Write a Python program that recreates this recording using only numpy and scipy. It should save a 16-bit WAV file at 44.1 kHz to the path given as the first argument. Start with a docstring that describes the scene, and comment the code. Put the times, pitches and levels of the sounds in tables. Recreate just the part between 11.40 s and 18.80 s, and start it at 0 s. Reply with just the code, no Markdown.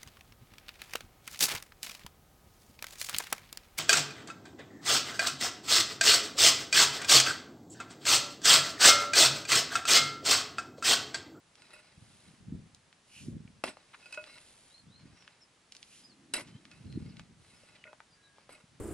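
"""Soil trickles, stones tick and a steel point scrapes gravel; then a pick hits a stony bank in open farmland.
Two blows are hard and one is light; between them the pick is levered free, clinking and dropping stones.
Ground sounds are filtered noise and grain impacts; the steel is a bank of decaying modes driven by the same forces.
Gusts (low noise) buffet the microphone; small birds (gliding sines) call far away over faint open air."""
import sys
import numpy as np
from scipy import signal
from scipy.fft import rfft, irfft
from scipy.io import wavfile
from scipy.ndimage import uniform_filter1d

SR = 44100
rng = np.random.default_rng(int(sys.argv[2]) if len(sys.argv) > 2 else 0)


def unload_wav(signal):
    """Save mono or channel-first audio to the path in sys.argv[1] as 16-bit WAV at rate SR, clipped to [-1, 1]."""
    wavfile.write(
        sys.argv[1],
        SR,
        np.round(np.clip(np.atleast_2d(signal).T, -1, 1) * 32767).astype(np.int16),
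    )


N = 326340
TIME_S = np.arange(N) / SR

# blows: (time [s], crack [dB], thud [dB], crunch [dB], time to rest [s], stone hardness tilt [dB/octave],
#         steel ring re ground [dB])
BLOWS = [(2.2386, -24.5, -31, -38.3, 0.042, -1.2, -6), (4.9372, -25, -69, -39.3, .062, 6.5, -1),
         (7.0928, -62, -54, -58.5, 0.1, -4, 2)]
# pick modes: (frequency [Hz], t60 [s], level when the point bites [dB], level when knocked side-on [dB])
STEEL_MODES = [(612, 0.16, -16, 0.5), (983, 0.11, -10, -15), (1443, 0.076, 0.5, 4), (1988, 0.056, 2, -16),
               (2154, 0.049, 7.5, -9.5), (2557, 0.093, -4, 4.5), (2700, 0.033, 7.5, -34),
               (3980, 0.025, 10, -10), (4810, 0.064, -2, -12.5), (5500, 0.05, -3, -22),
               (7770, 0.044, 3, -20), (8000, 0.064, 6, -16), (9160, 0.02, 5.5, -16),
               (10784, 0.029, 6.5, -37)]
# breaking ground, relative spectrum: (frequency [Hz], density [dB/Hz])
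EARTH = [(60, -41), (150, -6), (290, 3.5), (550, 1.5), (1200, -2), (2400, -2.5), (3400, -9), (5200, -9),
         (6300, -15.5), (9000, -9), (11000, -20)]
# shoved soil, filter: (frequency [Hz], gain [dB])
SHOVED_SOIL = [(30, -38), (120, -2), (280, 1), (600, 2)]
# head against stone: (time [s], peak [dB], contact cut-off [Hz])
CLINKS = [(.362, -50.5, 2500), (2.627, -49.5, 10000), (2.658, -41.5, 11300), (2.7267, -33, 12500),
          (2.775, -29, 3800), (5.3178, -50.5, 9500), (6.454, -46, 2010), (6.4758, -45, 1890),
          (6.4997, -55.5, 1820)]
# stones that snap or drop, and one narrow steel ping at the second blow:
# (time [s], level [dB], centre [Hz], spread [octaves])
TICKS = [(0.155, -53, 3330, 0.77), (.221, -52, 2600, 1), (1.348, -49.5, 5470, 0.75),
         (1.528, -53, 2050, 0.85), (2.077, -55, 2100, 0.36), (2.3705, -46.5, 850, 0.85),
         (2.7254, -44.5, 3500, 2), (2.8408, -45, 2510, 0.64), (2.9834, -53, 2500, 0.47),
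         (3.8243, -54.5, 1490, 1.1), (3.878, -45.5, 1870, 0.75), (4.3226, -43.5, 4000, 0.67),
         (4.3507, -48, 3280, 0.82), (4.3668, -46, 4500, 0.61), (4.429, -43.5, 3540, 0.6),
         (4.938, -31.5, 3980, 0.11), (4.955, -43, 420, 0.47), (4.999, -41, 466, 0.82),
         (5.2535, -48.5, 2300, 0.83), (5.315, -49.5, 2540, 0.82), (5.5262, -52.5, 2900, 0.69),
         (5.7694, -50.5, 3020, 0.59), (5.7958, -43, 1680, 1.08), (6.234, -58, 555, 0.26),
         (6.4406, -43.5, 2340, 0.3), (6.531, -45.5, 750, 0.79), (6.604, -45, 1200, 0.69),
         (6.984, -52, 607, 0.96), (7.0929, -49, 1100, 0.79), (7.1006, -70, 480, 1)]
# point across a buried stone: (time of height [s], half length [s], level [dB], steel ring re ground [dB])
SKIDS = [(0.343, 0.018, -52, 11), (0.393, 0.01, -58, 7), (4.962, .005, -39, 2), (7.149, 0.01, -57, 10)]
# short rasps, broad ones of crushed stone, narrow ones of the steel ringing near 2 kHz:
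# (time of height [s], half length [s], level [dB], centre [Hz], spread [octaves])
RASPS = [(2.283, 0.0057, -41.5, 2530, 0.57), (2.545, 0.0086, -48, 1620, 0.77),
         (2.746, .007, -49, 2700, 1.34), (4.986, .011, -42.5, 2060, 0.11),
         (5.082, 0.019, -58.5, 1870, 1.46), (6.361, 0.0087, -60, 3100, 0.54),
         (6.473, 0.0059, -53, 2020, 0.12)]
# point through gravel: (start [s], length [s], level before drag trim [dB], steel ring re ground [dB])
STROKES = [(0.164, 0.16, -59, 0), (0.318, 0.19, -62, -2), (0.598, 0.3, -68.5, -0.5),
           (2.579, 0.32, -60.5, -3), (2.848, 0.11, -57, 5), (3.582, 0.36, -63, -5),
           (5.296, 0.52, -63.5, -1), (6.0, 0.38, -65.5, 2), (6.95, 0.068, -63.5, -18)]
STROKE_ATTACK_S, STROKE_RELEASE_S = 0.014, 0.053
# gravel settling on the stopped point; level re crunch, before drag trim
SETTLE_DB, SETTLE_S = -22, 0.27
# scrape, filter: (frequency [Hz], gain [dB])
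GRAVEL = [(200, -8.5), (700, -6.5), (2200, -4.5), (5000, 0.0), (10000, -13.5)]
# ground's changing grip on the steel: mode detuning as a fraction, corner of the grip's motion
GRIP_DETUNE, GRIP_SHIFT_HZ = .01, 45
# hand along the haft: (time of height [s], half length [s], hiss level [dB], resonance re hiss [dB])
LIFTS = [(1.798, 0.094, -53, -3.5), (4.558, 0.099, -56, -11.5)]
# palm on wood, relative spectrum: (frequency [Hz], density [dB/Hz])
HAFT = [(1000, -11.5), (3000, 2), (7000, 2), (11000, 2)]
# pick's resonance, loudest early in the slide
HAFT_HZ, HAFT_OCTAVES, HAFT_LEAD_S = 2650, 0.18, 0.026
# low airy whoosh around the second blow: (time of height [s], half length [s], level [dB], centre [Hz])
WHOOSH = (5, 0.35, -60.5, 210)
# loose soil back into the hole: (start [s], length [s], level at height [dB])
SPILLS = [(.05, .5, -70), (.5, .55, -63.5), (2.4, .75, -64), (2.9, .56, -60.5), (5.15, .65, -72),
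          (5.95, .42, -65), (4.3, .22, -65)]
SPILL_SHAPE = 0.79  # power of each run's sine arch
# soil grains, relative spectrum: (frequency [Hz], density [dB/Hz])
SAND = [(500, 7.5), (1500, 4), (2700, 8), (4200, 9.5), (6000, 4), (9000, 12.5), (11000, 6)]
# gusts: (time of height [s], level before wind trim [dB], rise [s], fall [s])
GUSTS = [(0.599, -60, 0.033, 0.25), (.88, -60.5, 0.043, 0.036), (1.139, -41, 0.062, 0.072),
         (1.339, -51.5, 0.0085, 0.0063), (1.901, -37.5, 0.044, 0.084), (3.47, -57.5, 0.044, 0.11),
         (3.67, -52, 0.061, 0.057), (5.15, -51, 0.086, 0.03), (5.56, -38, 0.082, 0.12),
         (5.8, -58, 0.029, 0.27), (7.34, -66.5, 0.077, .15)]
GUST_SHAPE = 0.98  # 1 = pointed, 2 = rounded
BREEZE_DB = -77  # before wind trim
# turbulence, relative spectrum: (frequency [Hz], density [dB/Hz])
RUMBLE = [(20, -33), (50, -10.5), (110, 2), (200, 0), (290, -11.5), (400, -18.5), (600, -32.5), (1200, -83),
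          (3000, -65)]
# turbulence that differs between ports, filter: (frequency [Hz], gain [dB])
FINE_SWIRLS = [(50, -19), (250, -5)]
# single eddies thumping the microphone: (time [s], peak [dB], frequency [Hz])
EDDIES = [(0.581, -46.5, 118), (1.086, -36, 179), (1.126, -27.5, 198), (1.886, -27, 222),
          (1.969, -33.5, 225), (2.055, -39, 165), (2.104, -47.5, 190), (3.657, -44, 243),
          (5.155, -40.5, 152), (5.564, -34, 165), (5.576, -25, 236), (5.709, -34.5, 180), (7.243, -52, 163)]
# bird notes: (start [s], length [s], start [Hz], middle [Hz], end [Hz], level before song trim [dB],
#              trill depth [0-1])
BIRDS = [(3.288, 0.13, 3480, 4150, 4210, -61, 0.53), (3.467, 0.17, 3130, 4100, 4140, -64.5, 0.34),
         (3.731, 0.13, 5530, 5620, 5130, -67.5, 0.6), (4.005, 0.04, 5800, 5240, 5090, -61, 0),
         (4.632, 0.035, 5020, 4980, 5060, -55.5, 0.1), (4.679, 0.056, 5980, 4500, 4250, -63.5, 0),
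         (5.07, 0.13, 3050, 3030, 3160, -69, 1), (5.465, 0.11, 4110, 4160, 4260, -65.5, 0.5),
         (5.673, 0.041, 6000, 5060, 4050, -67, 0), (6.136, 0.048, 5450, 5360, 5200, -69.5, .2),
         (6.368, 0.073, 3140, 2940, 2870, -67.5, 0.1), (6.7, 0.065, 4900, 4770, 4720, -68, 0),
         (6.721, 0.31, 1665, 1644, 1653, -72, 0.5), (6.814, 0.07, 4060, 3930, 3870, -67.5, 0)]
# open air, relative spectrum: (frequency [Hz], density [dB/Hz])
AIR = [(18, -51), (30, -11), (65, -13.5), (153, -6), (338, -10), (1860, -12.5), (2440, -13.5),
       (4870, -16.5), (9250, -20.5), (11000, -23.5), (14300, -102), (22000, -120)]
AIR_DB = -66.6
# open air: (frequency [Hz], left-right likeness [0-1])
AIR_SAME = [(100, 1), (300, 1), (600, 0.58), (2500, 0.57), (5400, 0.61), (11000, 0.36)]
# ports, sound from the bank: (frequency [Hz], phase by which left leads [rad])
PORT_PHASE = [(100, 0), (2100, .1), (3100, .5), (3800, 1.55), (5300, 1.25), (7000, 1.8), (8000, 3.8),
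              (11000, 4.6)]
# ports, sound from the bank: (frequency [Hz], left minus right [dB])
PORT_BALANCE = [(200, -0.5), (1100, 2.5), (2200, 1.5), (3300, -5), (4150, 1), (5600, 1.5), (7600, -9),
                (8800, 2.5), (11000, 4.5)]
EDGE_HZ = 11150


def amp(db):
    """Decibels to gain."""
    return 10 ** (np.asarray(db) / 20)


def unit(x):
    """Scales to rms 1."""
    return x / np.sqrt(np.mean(x ** 2) + 1e-20)


def read(points, hz):
    """Table value on a log-frequency axis."""
    f, value = np.transpose(points)
    return np.interp(np.log(hz + 1), np.log(f + 1), value)


def add(mix, s, sound):
    """Mixes a sound in at time s."""
    part = mix[max(round(s * SR), 0):][:len(sound)]
    part += sound[:len(part)]


def colour(x, db_at):
    """Minimum-phase filter with gain db_at(Hz), floored at -100 dB."""
    hz = abs(np.fft.fftfreq(4096, 1 / SR))
    log_gain = np.log(amp(np.maximum(db_at(hz), -100)))
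    taps = np.fft.ifft(np.exp(np.conj(signal.hilbert(log_gain)))).real
    return signal.fftconvolve(x, taps[:len(taps) // 2])[:len(x)]


def hump_db(hz, centre_hz, octaves, slope_db=20):
    """Gain of one broad resonance, flat-topped on a log-frequency axis."""
    distance = np.log2((hz + 1) / centre_hz) / octaves
    return -slope_db * np.log10(1 + distance ** 4 / 2)


def band(centre_hz, octaves):
    """Noise of rms 1 in one resonance."""
    return unit(colour(rng.standard_normal(N), lambda hz: hump_db(hz, centre_hz, octaves)))


def bell(s, half_s):
    """Smooth swell of height 1 around time s."""
    return np.exp(-((TIME_S - s) / half_s) ** 2)


def wander(rate_hz, size):
    """Random motion of rms 1, low-passed at rate_hz."""
    hz = np.fft.rfftfreq(size, 1 / SR)
    spectrum = rfft(rng.standard_normal(size)) / (1 + (hz / rate_hz) ** 4)
    return unit(irfft(spectrum, size))


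def grit(per_s, spread_db, size):
    """Random grain impacts of rms 1: many small, a few large."""
    heights = amp(spread_db * np.minimum(rng.exponential(1, size), 4))
    hits = rng.random(size) < per_s / SR
    return unit(heights * rng.choice([-1, 1], size) * hits)


def ring(side_on, detune=0):
    """The pick's answer to one tap, energy 1; ground pressing on the head pulls each mode off its note."""
    t = TIME_S[:SR // 5]
    pulls = 1 + detune * rng.uniform(-1.24, 1, len(STEEL_MODES))
    modes = np.zeros(len(t))
    for (hz, t60_s, bite_db, knock_db), pull in zip(STEEL_MODES, pulls):
        db = knock_db if side_on else bite_db
        modes += amp(db - 60 * t / t60_s) * np.sin(2 * np.pi * hz * pull * t)
    return modes / np.linalg.norm(modes)


def dig(force, steel_db, side_on_db):
    """Force at the point sounds through breaking ground and through steel whose notes shift with the grip."""
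    ground = unit(colour(force, lambda hz: read(EARTH, hz)))
    steel, sideways = 0, amp(side_on_db) * ring(side_on=True)
    for _ in range(3):  # three detuned copies, each fading in and out with its own grip
        grip = wander(GRIP_SHIFT_HZ, size=len(force))
        answer = ring(side_on=False, detune=GRIP_DETUNE) + sideways
        steel = steel + signal.fftconvolve(force * grip, answer)[:len(force)]
    return (ground + amp(steel_db) * unit(steel)) * np.std(force)


def blows(crack_s=0.003, crumble_s=0.021, thud_hz=560, thud_s=0.0029, sag_s=0.13, clods_db=2.0,
          crunch_hardness=0.18):
    """The point cracks the crust, shoves the soil, and crunches through clods until it stops and they crumble."""
    out, t = np.zeros(N), TIME_S[:SR // 3]
    for s, crack_db, thud_db, crunch_db, rest_s, tilt_db, steel_db in BLOWS:
        # contact area grows as the point enters
        bite = 1 - np.exp(-t / 0.00013)
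        crack = amp(crack_db) * np.exp(-t / crack_s) * rng.choice([-1, 1], len(t))
        travel = np.exp(-t / sag_s) * np.exp(-np.maximum(t - rest_s, 0) / crumble_s)
        grains = grit(3000, 3.6, size=len(t))
        clods = unit(amp(clods_db * wander(106, size=len(t))))
        crunch = amp(crunch_db) * travel * grains * clods
        # stone hardness tilts the crack much more than the crunch behind it
        for force, share in (crack, 1), (crunch, crunch_hardness):
            sound = dig(bite * force, steel_db, side_on_db=-50)
            add(out, s, colour(sound, lambda hz: share * tilt_db * np.log2((hz + 200) / 2700)))
        shove = -np.sin(2 * np.pi * thud_hz * t) + .5 * wander(680, size=len(t))
        thud = amp(thud_db) * shove * np.exp(-t / thud_s) * 2 * bite
        add(out, s, colour(thud, lambda hz: read(SHOVED_SOIL, hz)))
    return out


def clinks(rub=0.024, rub_s=0.027):
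    """Side-on knocks let the head ring freely; a softer contact gives a duller note."""
    out, note = np.zeros(N), ring(side_on=True)
    t = TIME_S[:len(note)]
    for s, db, cut_hz in CLINKS:
        force = rub * rng.standard_normal(len(t)) * np.exp(-t / rub_s)
        force[0] += 1
        low_hz = cut_hz ** 2 / 42000  # harder contacts lose bass too

        def contact_db(hz):
            """Contact stiffness as a band-pass gain."""
            return -10 * np.log10((1 + (hz / cut_hz) ** 4) * (1 + (low_hz / (hz + 1)) ** 4))
        tone = signal.fftconvolve(colour(force, contact_db), note)
        add(out, s, amp(db) * tone / abs(tone).max())
    return out


def skids():
    """The point skids across a buried stone: a short, gritty zing of the steel."""
    out, t = np.zeros(N), TIME_S[:SR // 8] - 1 / 25
    for s, half_s, db, steel_db in SKIDS:
        force = np.exp(-(t / half_s) ** 2) * grit(6000, 2, size=len(t))
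        zing = unit(dig(force, steel_db, side_on_db=-6.5))
        add(out, s + t[0], amp(db) * np.std(force) * zing)
    return out


def scrape(pressure, steel_db, slips_db=2):
    """The point sticks and slips over gravel, which keeps the steel singing."""
    slips = amp(slips_db * wander(35, size=len(pressure)))
    force = pressure * grit(2500, 2.7, size=len(pressure)) * slips
    sound = dig(force, steel_db, side_on_db=-11)
    return colour(sound, lambda hz: read(GRAVEL, hz))


def drag(trim_db=-0.5, settle_steel_db=-2):
    """Each stroke leans on the point, holds and lets go; gravel also settles after every blow."""
    out, t = np.zeros(N), TIME_S[:SR]
    for s, length_s, db, steel_db in STROKES:
        lean = np.minimum(t / STROKE_ATTACK_S, 1)
        release = np.exp(-np.maximum(t - length_s, 0) / STROKE_RELEASE_S)
        add(out, s, scrape(amp(db) * lean * release, steel_db))
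    for s, _, _, crunch_db, rest_s, _, _ in BLOWS:
        pressure = amp(crunch_db + SETTLE_DB) * np.exp(-t / SETTLE_S)
        add(out, s + rest_s, scrape(pressure, settle_steel_db))
    return amp(trim_db) * out


def rasps():
    """Short, dense grain noise: broad rasps of crushed stone, narrow ones of the steel ringing near 2 kHz."""
    out, t = np.zeros(N), TIME_S[:SR // 8] - 1 / 25
    for s, half_s, db, centre_hz, octaves in RASPS:
        grains = colour(grit(4000, 3, size=len(t)), lambda hz: hump_db(hz, centre_hz, octaves))
        add(out, s + t[0], amp(db) * np.exp(-(t / half_s) ** 2) * unit(grains))
    return out


def ticks(chatter=0.11, decay_s=0.0041, swell=0.36, swell_s=0.0026):
    """Each stone or ping ticks out of a very brief swell of soft noise and chatters, in a band of its own."""
    out, t = np.zeros(N), (np.arange(SR // 10) - SR // 80) / SR
    for s, db, centre_hz, octaves in TICKS:
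        envelope = np.where(t < 0, swell * np.exp(-abs(t) / swell_s), np.exp(-abs(t) / decay_s))
        force = chatter * envelope * rng.standard_normal(len(t)) + 2 * (t == 0)
        tick = colour(force, lambda hz: hump_db(hz, centre_hz, octaves, slope_db=14))
        loudest = np.sqrt(uniform_filter1d(tick ** 2, size=88).max())  # 2 ms rms
        add(out, s + t[0], amp(db) * tick / loudest)
    return out


def trickle():
    """Fine grains of dry soil run back into the hole; each run swells and dies away."""
    flow = np.zeros(N)
    for s, length_s, db in SPILLS:
        arch = abs(np.sin(np.pi * np.clip((TIME_S - s) / length_s, 0, 1)))
        flow += amp(db) * arch ** SPILL_SHAPE
    return flow * unit(colour(grit(6000, 4.0, size=N), lambda hz: read(SAND, hz)))


def lifts():
    """A hand slides along the haft as the pick is lifted: palm hiss plus the pick's resonance."""
    hiss = unit(colour(rng.standard_normal(N), lambda hz: read(HAFT, hz)))
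    note = band(HAFT_HZ, HAFT_OCTAVES)
    slides = np.zeros(N)
    for s, half_s, db, note_db in LIFTS:
        resonance = amp(note_db) * note * bell(s - HAFT_LEAD_S, 0.58 * half_s)
        slides += amp(db) * (hiss * bell(s, half_s) + resonance)
    return slides


def whoosh():
    """A low airy whoosh around the second blow: band noise under a smooth swell."""
    s, half_s, db, centre_hz = WHOOSH
    return amp(db) * bell(s, half_s) * band(centre_hz, 0.59)


def gusts():
    """Strength of the wind: gusts build and fade over a light breeze, and their powers sum."""
    t = TIME_S[::64]
    power = amp(BREEZE_DB) ** 2
    for s, db, rise_s, fall_s in GUSTS:
        away = np.maximum((s - t) / rise_s, (t - s) / fall_s)
        power = power + (amp(db) * np.exp(-abs(away) ** GUST_SHAPE)) ** 2
    return np.interp(TIME_S, t, np.sqrt(power))


def turbulence():
    """One stream of low, rumbling noise, rms 1."""
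    return unit(colour(rng.standard_normal(N), lambda hz: read(RUMBLE, hz)))


def wind(lumps_db=3.5, trim_db=-1):
    """Lumpy turbulence at the ports plus single eddies; mainly the finer swirls differ between ports."""
    gust = gusts() * unit(amp(lumps_db * wander(53, size=N))) * amp(trim_db)
    shared = gust * turbulence()
    apart = gust * colour(turbulence(), lambda hz: read(FINE_SWIRLS, hz))
    t = TIME_S[:SR // 25] - 1 / 50
    for s, db, hz in EDDIES:
        thump = -np.cos(2 * np.pi * hz * t) * np.exp(-(t * hz / 0.58) ** 2)
        add(shared, s + t[0], amp(db) * thump)
    return np.array([shared + apart, shared - apart])


def birds(trill_hz=55, trim_db=-3):
    """Thin gliding whistles, some of them trilled, fluttering a little over the distance."""
    out = np.zeros(N)
    for s, length_s, start_hz, middle_hz, end_hz, db, depth in BIRDS:
        u = np.linspace(0, 1, int(length_s * SR))
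        trill = depth * np.sin(2 * np.pi * trill_hz * length_s * u)
        glide_hz = np.polyval(np.polyfit([0, .5, 1], [start_hz, middle_hz, end_hz], 2), u)
        hz = glide_hz * (1 + .025 * trill + .012 * wander(300, size=SR)[:len(u)])
        flutter = amp(2 * wander(70, size=SR)[:len(u)])
        swell = np.sqrt(u * abs(np.sin(np.pi * u))) * (1 + trill) * flutter
        whistle = unit(swell * np.sin(2 * np.pi * np.cumsum(hz) / SR))
        add(out, s, amp(db + trim_db) * whistle)
    return out


def air():
    """The faint hush of open fields, mono in the bass, its level drifting slightly."""
    hz = np.fft.rfftfreq(N, 1 / SR)
    a, b = rfft(rng.standard_normal((2, N))) * amp(read(AIR, hz))
    same = np.clip(read(AIR_SAME, hz), -1, 1)
    hush = unit(irfft([a, same * a + np.sqrt(1 - same ** 2) * b], N))
    return amp(AIR_DB) * hush * amp(.4 * wander(1, size=N))


def scatter(x, t60_s):
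    """Weak diffuse returns from the bank and the trailer: sparse random echoes, different at each port."""
    t = TIME_S[:SR // 2]
    signs = rng.choice([-1, 1], (2, len(t)))
    hits = rng.random((2, len(t))) < 2000 / SR
    taps = signs * hits * amp(-60 * t / t60_s) * (t > .003)
    return signal.fftconvolve(x[None], taps / np.linalg.norm(taps[0]), axes=1)[:, :N]


def ports(x):
    """Sound from the left reaches the two microphone ports with different phase and level."""
    hz = np.fft.rfftfreq(N, 1 / SR)
    half = amp(read(PORT_BALANCE, hz) / 2) * np.exp(.5j * read(PORT_PHASE, hz))
    return irfft(rfft(x) * np.array([half, 1 / half]), N)


def scene():
    """The digging to the left, with birds, wind and open air around it."""
    work = blows() + clinks() + skids() + drag() + rasps() + ticks() + trickle() + lifts() + whoosh()
    song = birds()
    digging = ports(work) + amp(-11.5) * scatter(work, t60_s=0.13)
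    calls = song + amp(-5.5) * scatter(song, t60_s=0.12)
    return digging + calls + wind() + air()


def record(dry):
    """The recorder's steep band limit: a linear-phase low-pass."""
    low_pass = signal.firwin(511, EDGE_HZ, window=("kaiser", 8), fs=SR)
    return signal.oaconvolve(dry, low_pass[None], "same")


dry = scene()
out = record(dry)
unload_wav(out)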